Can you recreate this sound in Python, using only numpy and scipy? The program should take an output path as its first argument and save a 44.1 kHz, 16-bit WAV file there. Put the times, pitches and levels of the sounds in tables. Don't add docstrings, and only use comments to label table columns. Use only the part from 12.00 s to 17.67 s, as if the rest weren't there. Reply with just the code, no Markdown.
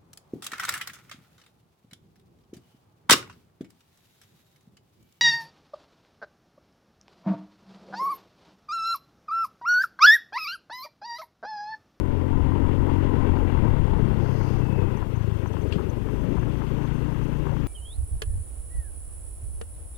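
import sys
import numpy as np
from scipy import signal
from scipy.io import wavfile
from scipy.ndimage import uniform_filter1d

SR = 44100
rng = np.random.default_rng(int(sys.argv[2]) if len(sys.argv) > 2 else 0)


def int16_out(signal):
    q = np.round(np.clip(np.atleast_2d(signal).T, -1, 1) * 32767)
    wavfile.write(sys.argv[1], SR, q.astype(np.int16))


def decibels_to_gain(level_db):
    exponent = np.asarray(level_db, float) / 20
    return 10 ** exponent


N = 250047
T = np.arange(N) / SR
LOOSE_FROM_S = 3.1
BLOW_S = .0006


def follow(rows):
    s, value = np.transpose(rows)
    return np.interp(T, s, value)


def evened(x):
    return x / np.sqrt(np.mean(x ** 2) + 1e-20)


def swells(rows):
    return sum(db * np.exp(-(2 * (T - s) / length) ** 2) for s, db, length in rows)


def peaked(s, peak_db, rise_db, fall_db):
    return peak_db - rise_db * np.maximum(s - T, 0) - fall_db * np.maximum(T - s, 0)


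def drift(hz):
    knots = rng.standard_normal(int(40 * N / SR) + 2)
    path = np.interp(T * 40, np.arange(len(knots)), knots)
    return evened(signal.sosfilt(signal.butter(2, hz, fs=SR, output="sos"), path))


def noise(shape, patchy_db, flicker_db, size=1024):
    hz = np.fft.rfftfreq(size, 1 / SR)
    frames = 4 * N // size + 5
    real, imaginary, patches = rng.standard_normal((frames, len(hz), 3)).T
    patches = uniform_filter1d(patches, size=10, axis=0)
    patches = evened(uniform_filter1d(patches, size=8, axis=1))
    flicker = evened(uniform_filter1d(rng.standard_normal(frames), size=3))
    shape_hz, shape_db = np.transpose(shape)
    slope_db = np.interp(np.log(hz + 1), np.log(shape_hz), shape_db, left=-60, right=-90)
    level_db = slope_db[:, None] + patchy_db * patches + flicker_db * flicker
    spectra = (real + 1j * imaginary) * decibels_to_gain(level_db)
    return evened(signal.istft(spectra, nperseg=size, noverlap=3 * size // 4)[1][:N])


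def whistle(hz, width):
    r = np.exp(-np.pi * width / SR)
    turn = np.exp(2j * np.pi * np.cumsum(hz * np.ones(N)) / SR)
    slow = signal.lfilter([1], np.convolve([1, -r], [1, -r]), rng.standard_normal(N) / turn)
    return evened((slow * turn).real)


def whistles(bands):
    return evened(sum(decibels_to_gain(db) * whistle(hz, width) for hz, width, db in bands))


def ring(modes, pitch, bright_db=0):
    t = T[:1500]
    out = np.zeros(len(t))
    for hz, db, t60 in modes:
        mode_db = db + bright_db * max(np.log2(hz / 1000), 0)
        out += decibels_to_gain(mode_db - 60 * t / t60) * np.sin(2 * np.pi * hz * pitch * t)
    out *= (1 - np.exp(-t * decibels_to_gain(bright_db / 2) / BLOW_S)) ** 2
    return out / abs(out).max()


def add(mix, s, sound):
    part = mix[round(s * SR):][:len(sound)]
    part += sound[:len(part)]


def ridden(level_db, slope, waver_db):
    # time in seconds, dB relative to cruising.
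    pace = [(0, -3.5), (.6, -0.1), (1.2, 2.4), (2.1, 0.4), (2.5, -1), (2.95, -2), (3.1, -7.5), (3.65, -9),
            (4.05, -9), (4.4, -7), (4.7, -6.5), (5.67, -6.5)]
    return level_db + slope * follow(pace) + waver_db * drift(17.0)


def preamp_hiss():
    # frequency in Hz, relative level in dB per Hz.
    hiss_shape = [(20, 19), (50, 13), (150, 9), (500, 4), (1000, 1), (2200, 0), (2900, 3), (4000, 0.5),
                  (8000, -.5), (15600, -2)]
    hiss = np.array([noise(hiss_shape, patchy_db=1.5, flicker_db=.9) for side in range(2)])
    creep_db = 4.5 * (1 - np.exp(-T / 2.35))
    side_db = np.array([[2.5], [0]])
    return decibels_to_gain(-65 + creep_db + side_db) * hiss


def wind():
    # frequency in Hz, relative level in dB per Hz.
    wind_shape = [(15, -2), (35, -0.5), (62, -5), (95, -6.5), (160, -12.5), (300, -19.5), (600, -73)]
    # middle in seconds, dB relative to the steady wind
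    # (negative is a lull), length in seconds.
    gusts_and_lulls = [(.15, 4, 0.19), (.4, 5, 0.16), (.6, 1.5, 0.17), (.82, 4.5, 0.033), (.92, -1, 0.038),
                       (1.6, 5, 0.1), (1.75, 3.5, 0.18), (2.02, 5, 0.21), (2.3, 1, 0.11),
                       (2.57, 1.5, 0.093), (4.4, 10, 0.13), (5.44, -1, 0.082)]
    level_db = ridden(level_db=-29, slope=1.37, waver_db=1.8) + swells(gusts_and_lulls)
    return decibels_to_gain(level_db) * noise(wind_shape, patchy_db=0.5, flicker_db=1.5, size=2048)


def body_roar(beat_db, past_coasting):
    # frequency in Hz, relative level in dB per Hz.
    roar_shape = [(30, -20), (70, -12), (150, -8), (280, -7), (380, -6), (480, -10), (600, -19), (800, -36),
                  (1500, -60)]
    # middle in seconds, swell in dB, length in seconds.
    bumps = [(3.67, 5, 0.1), (3.75, 3.5, 0.13), (3.9, 4.5, 0.31), (4.3, 5.5, 0.39), (5.47, 4.5, 0.066)]
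    level_db = ridden(level_db=-33, slope=0.46, waver_db=0.27) + swells(bumps)
    roar = decibels_to_gain(level_db + beat_db) * noise(roar_shape, patchy_db=1.74, flicker_db=-1.2)
    band = signal.sosfiltfilt(signal.butter(1, (410, 570), "band", fs=SR, output="sos"), roar)
    return roar - .3 * past_coasting * band


def tyres(beat_db):
    # frequency in Hz, relative level in dB per Hz.
    tyre_shape = [(300, -3.5), (650, -5), (780, -2), (930, 5.5), (1080, -3.5), (1200, -10), (1600, -8),
                  (1750, -28), (1900, -10), (2400, -19.5)]
    level_db = ridden(level_db=-41.5, slope=0.98, waver_db=0.89) + beat_db
    return decibels_to_gain(level_db) * noise(tyre_shape, patchy_db=1.05, flicker_db=0.5, size=512)


def gravel(beat_db):
    # frequency in Hz, relative level in dB per Hz.
    gravel_shape = [(1000, 5.5), (1500, 1.5), (1900, -1), (2300, -4), (2550, -2.5), (2720, 1.5), (2900, -3),
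                    (3400, -6), (3900, -16), (4300, -15), (5500, -22), (8000, -30)]
    level_db = ridden(level_db=-50.5, slope=0.73, waver_db=0.98) + 4 * (T > LOOSE_FROM_S)
    return decibels_to_gain(level_db + beat_db / 2) * noise(gravel_shape, patchy_db=0.86, flicker_db=-0.45, size=512)


def stones():
    # frequency in Hz before the knock's pitch factor,
    # relative level in dB, time to fall by 60 dB in seconds.
    frame_modes = [(450, -12, .014), (880, -8, .02), (1050, 0, .014), (1330, -4, .011), (1750, -8, .009),
                   (2200, -14, .007)]
    # time in seconds, peak in dB, pitch factor, brightness in dB per octave.
    knocks = [(0.406, -29, 0.89, -8), (0.52, -29.5, 1, -10), (0.901, -30.5, 1.05, -7),
              (1.371, -28, 0.87, 0), (2.651, -46, 0.46, 0), (2.827, -33, .9, 4), (3.0265, -29, 0.92, 3),
              (3.07, -38, .88, 3), (3.159, -38, 1.03, 0), (3.174, -34, 0.9, -3), (3.435, -38, 0.72, 0),
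              (3.459, -30.5, 0.95, 3), (3.515, -42, 1.2, 7), (3.54, -33.5, 0.86, 0), (3.547, -33, 0.53, -4),
              (3.555, -39, 1.4, 10), (3.568, -32, 1.01, 3), (3.656, -39, 0.72, -5), (3.784, -34, 1.11, -6),
              (3.7935, -32, 0.96, -5), (3.81, -37, 1.22, -1), (3.865, -43, 1.2, 0), (4.087, -35.5, 1, 6),
              (4.16, -41, 0.94, -4), (4.283, -42, 1, -12), (4.322, -42, 0.9, -4), (4.368, -36, 0.93, -2),
              (4.375, -30.5, 0.95, 1), (4.383, -31, 0.9, 3), (4.43, -38, 1.15, 2), (4.469, -37, 0.92, -6),
              (4.48, -43, 1.3, -2), (4.619, -32.5, 1.18, -2), (4.707, -43, 0.97, -3), (5.021, -40, 1.1, 0),
              (5.191, -47, 1, 0), (5.214, -35, 1.1, 2), (5.455, -39, 1, -2), (5.469, -31.5, 1.07, -4),
              (5.494, -36, 1.03, 2), (5.523, -30, 0.49, -8), (5.534, -34, 0.37, -6),
              (5.567, -33.5, 1.03, -4)]
    out = np.zeros(N)
    for s, peak_db, pitch, bright_db in knocks:
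        add(out, s - BLOW_S, -decibels_to_gain(peak_db) * ring(frame_modes, pitch, bright_db))
    loose_s = T[-1] - LOOSE_FROM_S
    rattles_per_s = 30
    for when, size, pitch, hard in rng.random((int(rattles_per_s * loose_s), 4)):
        size_db = -49 + 9 * size ** 2
        rattle = ring(frame_modes, .8 + .5 * pitch, 8 * hard - 2)
        add(out, LOOSE_FROM_S + when * loose_s, decibels_to_gain(size_db) * rattle)
    return out


def clink():
    # frequency in Hz, relative level in dB,
    # time to fall by 60 dB in seconds.
    metal_modes = [(2480, -9, .012), (2720, 0, .012), (4400, -13, .008), (5000, -13, .008)]
    out = np.zeros(N)
    add(out, 3.724, decibels_to_gain(-31) * ring(metal_modes, 1, -12))
    return out


def thumps():
    # time in seconds, level in dB, pitch in Hz before the factor of 0.96 below.
    thump_rows = [(1.572, -19, 152), (3.758, -21, 178), (3.856, -27, 174), (5.504, -23, 111),
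                  (5.635, -32, 99)]
    fade = np.hanning(3000)[1500:]
    out = np.zeros(N)
    for s, peak_db, hz in thump_rows:
        tone = ring([(hz, 0, 0.35)], 0.96)
        add(out, s, decibels_to_gain(peak_db) * tone * fade)
    return out


def scuffs():
    # start in seconds, level in dB, rise in seconds, time to fall by 60 dB in seconds.
    strokes = [(3.529, -52, .005, .05), (3.7185, -40, 0.0044, 0.18), (4.665, -52, 0.0034, .1),
               (4.86, -54, 0.011, .15)]
    # frequency in Hz, width in Hz, relative level in dB.
    scuff_bands = [(1300, 900, -2), (2000, 700, -6), (2680, 600, -1), (3250, 600, -1), (4300, 500, -8),
                   (4950, 500, -10), (6500, 1500, -16), (8200, 1200, -17)]
    grit = whistles(scuff_bands)
    t = T[:6000]
    out = np.zeros(N)
    for s, db, rise, t60 in strokes:
        fall_db = 60 * np.maximum(t - rise, 0) / t60
        stroke = np.minimum(t / rise, 1) ** 2 * decibels_to_gain(db - fall_db)
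        add(out, s, stroke * grit[round(s * SR):][:len(t)])
    return out


def brake_scrape():
    # frequency in Hz, width in Hz, relative level in dB.
    scrape_bands = [(4300, 500, -4), (4900, 750, 1), (6100, 1000, -1), (11300, 2500, -9)]
    onset = np.clip((T - 2.17) / 0.048, 0, 1)
    return decibels_to_gain(peaked(2.5, peak_db=-58.5, rise_db=18, fall_db=70)) * onset * whistles(scrape_bands)


def brake_squeal():
    peak_s = 2.765
    squeal_db = peaked(peak_s, peak_db=-53, rise_db=60, fall_db=85)
    squeal_hz = 2588 - 300 * (T - peak_s) + 9 * drift(25)
    tone = np.sqrt(2) * np.sin(2 * np.pi * np.cumsum(squeal_hz) / SR)
    breath = decibels_to_gain(squeal_db - 8) * whistle(squeal_hz, width=130)
    return decibels_to_gain(squeal_db + 1.2 * drift(30)) * tone + breath


def brake_chatter():
    on_s, released_s = 3.1, 4.1
    chatter_db = -75.5 - 5.9 * (T < released_s) - 30.5 * (T < on_s)
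    return decibels_to_gain(chatter_db + 2.9 * drift(17)) * whistle(6200, width=450)


def brake_squeaks():
    # time in seconds, peak in dB, approximate pitch in Hz.
    squeaks = [(2.9677, -57.5, 6050), (3.157, -59, 6200), (3.2191, -65, 6080), (3.469, -55.5, 6020),
               (3.5254, -61, 5990), (3.6142, -58.5, 6120), (3.687, -61, 6230), (3.895, -54, 6100),
               (4.3904, -62, 6220), (4.8489, -64, 6270), (5.2335, -63, 5950)]
    t = T[:800]
    out = np.zeros(N)
    for s, peak_db, hz in squeaks:
        glide = hz * (t + .6 * t * (.016 - t))
        squeak = signal.windows.tukey(len(t), .7) * np.sin(2 * np.pi * glide)
        add(out, s - .002, decibels_to_gain(peak_db) * squeak)
    return out


def throttle():
    # start in seconds, length in seconds.
    fades = [(1.574, 0.1), (2.974, 0.096), (3.748, 0.316)]
    done = [1] + [np.clip((T - s) / length, 0, 1) for s, length in fades] + [0]
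    past_coasting = done[2]
    return [a - b for a, b in zip(done, done[1:])], past_coasting


def firing_turns(shares):
    # time in seconds, firings per second.
    engine_speed = [(0.0, 43.53), (0.5, 44.34), (1.0, 44.75), (1.2, 45.23), (1.47, 43.45), (1.58, 41.18),
                    (1.65, 37.12), (1.91, 34.22), (2.16, 34.0), (2.38, 32.32), (2.84, 31.62), (3.09, 28.95),
                    (3.3, 26.81), (3.6, 24.19), (3.8, 23.84), (4.02, 25.03), (4.34, 27.46), (4.55, 28.54),
                    (5.2, 29.51), (5.57, 28.82), (5.67, 28.07)]
    lead_turns = (.45, .24, -.19, -.6)
    turns = np.cumsum(follow(engine_speed)) / SR + .003 * drift(12)
    return turns + sum(share * lead for share, lead in zip(shares, lead_turns))


def gear_whine(turns, shares):
    # multiple of the firing rate, level in dB.
    gear_teeth = [(11, -54), (17, -58), (21, -53), (23, -48.5), (35, -68), (42, -66)]
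    whine = sum(decibels_to_gain(db + 2 * drift(12)) * np.cos(2 * np.pi * teeth * turns) for teeth, db in gear_teeth)
    return shares[0] * whine


def exhaust(turns, shares):
    # time in seconds, rms level in dB.
    exhaust_level = [(0, -28), (.6, -25), (1.3, -24.5), (1.47, -28), (1.67, -27), (1.9, -31.5), (2, -26),
                     (2.54, -26.5), (2.84, -26), (3.05, -35), (3.14, -28), (3.3, -27.5), (3.54, -31.5),
                     (3.65, -28), (3.8, -33), (4.03, -31.5), (4.8, -28.5), (5.45, -30), (5.67, -27.5)]
    # multiple of the firing rate, relative level in dB.
    cruising = [(1, -7), (2, 0), (3, -5), (4, -18), (5, -11), (6, -6.5), (7, -8), (8, -16), (9, -21),
                (10, -26)]
    coasting = [(1, -8), (2, -10), (3, 0), (4, 0), (5, -9), (6, -9), (7, -16), (8, -15), (9, -18),
                (10, -19)]
    crawling = [(1, -15), (2, -12), (3, -2.5), (4, 0), (5, -6), (6, -9), (7, -15), (8, -18), (9, -21),
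                (10, -23)]
    pulling = [(1, -7), (2, 0.5), (3, -10.5), (4, 0.5), (5, 1), (6, -5), (7, -10), (8, -7), (9, -16),
               (10, -8.5)]
    # multiple of the firing rate, middle in seconds, rise in dB, length in seconds.
    tone_swells = [(3, 1.72, 6, 0.28), (3, 2.86, 4.5, 0.15), (3, 3.83, 4, .3)]
    pulse_spread = (.2, .14, .11, .27)
    notes = [decibels_to_gain(np.array(note)[:, 1]) for note in (cruising, coasting, crawling, pulling)]
    notes = [np.sqrt(2) * note / np.linalg.norm(note) for note in notes]
    spread = sum(share * s for share, s in zip(shares, pulse_spread))
    tone = np.zeros(N)
    for k in range(len(cruising)):
        height = sum(share * note[k] for share, note in zip(shares, notes))
        swell_db = swells([row[1:] for row in tone_swells if row[0] == k + 1])
        lag = 2.5 * k - spread * k ** 2
        wave = np.cos(2 * np.pi * (k + 1) * turns - lag)
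        tone += height * decibels_to_gain(swell_db + 1.1 * drift(8)) * wave
    return decibels_to_gain(follow(exhaust_level)) * tone


def scene():
    shares, past_coasting = throttle()
    turns = firing_turns(shares)
    beat_db = 1.4 * (np.cos(2 * np.pi * turns) + .4 * np.sin(4 * np.pi * turns))
    heard = wind() + body_roar(beat_db, past_coasting) + tyres(beat_db) + gravel(beat_db)
    heard += stones() + clink() + thumps() + scuffs()
    heard += brake_scrape() + brake_squeal() + brake_chatter() + brake_squeaks()
    heard += gear_whine(turns, shares) + exhaust(turns, shares)
    return np.array([2 * heard, np.zeros(N)])


def low_pass(x):
    return signal.sosfilt(signal.butter(12, 15510, fs=SR, output="sos"), x)


def record(dry):
    knee = 0.53
    wet = knee * np.tanh(dry / knee) + preamp_hiss()
    return low_pass(wet)


dry = scene()
out = record(dry)
int16_out(out)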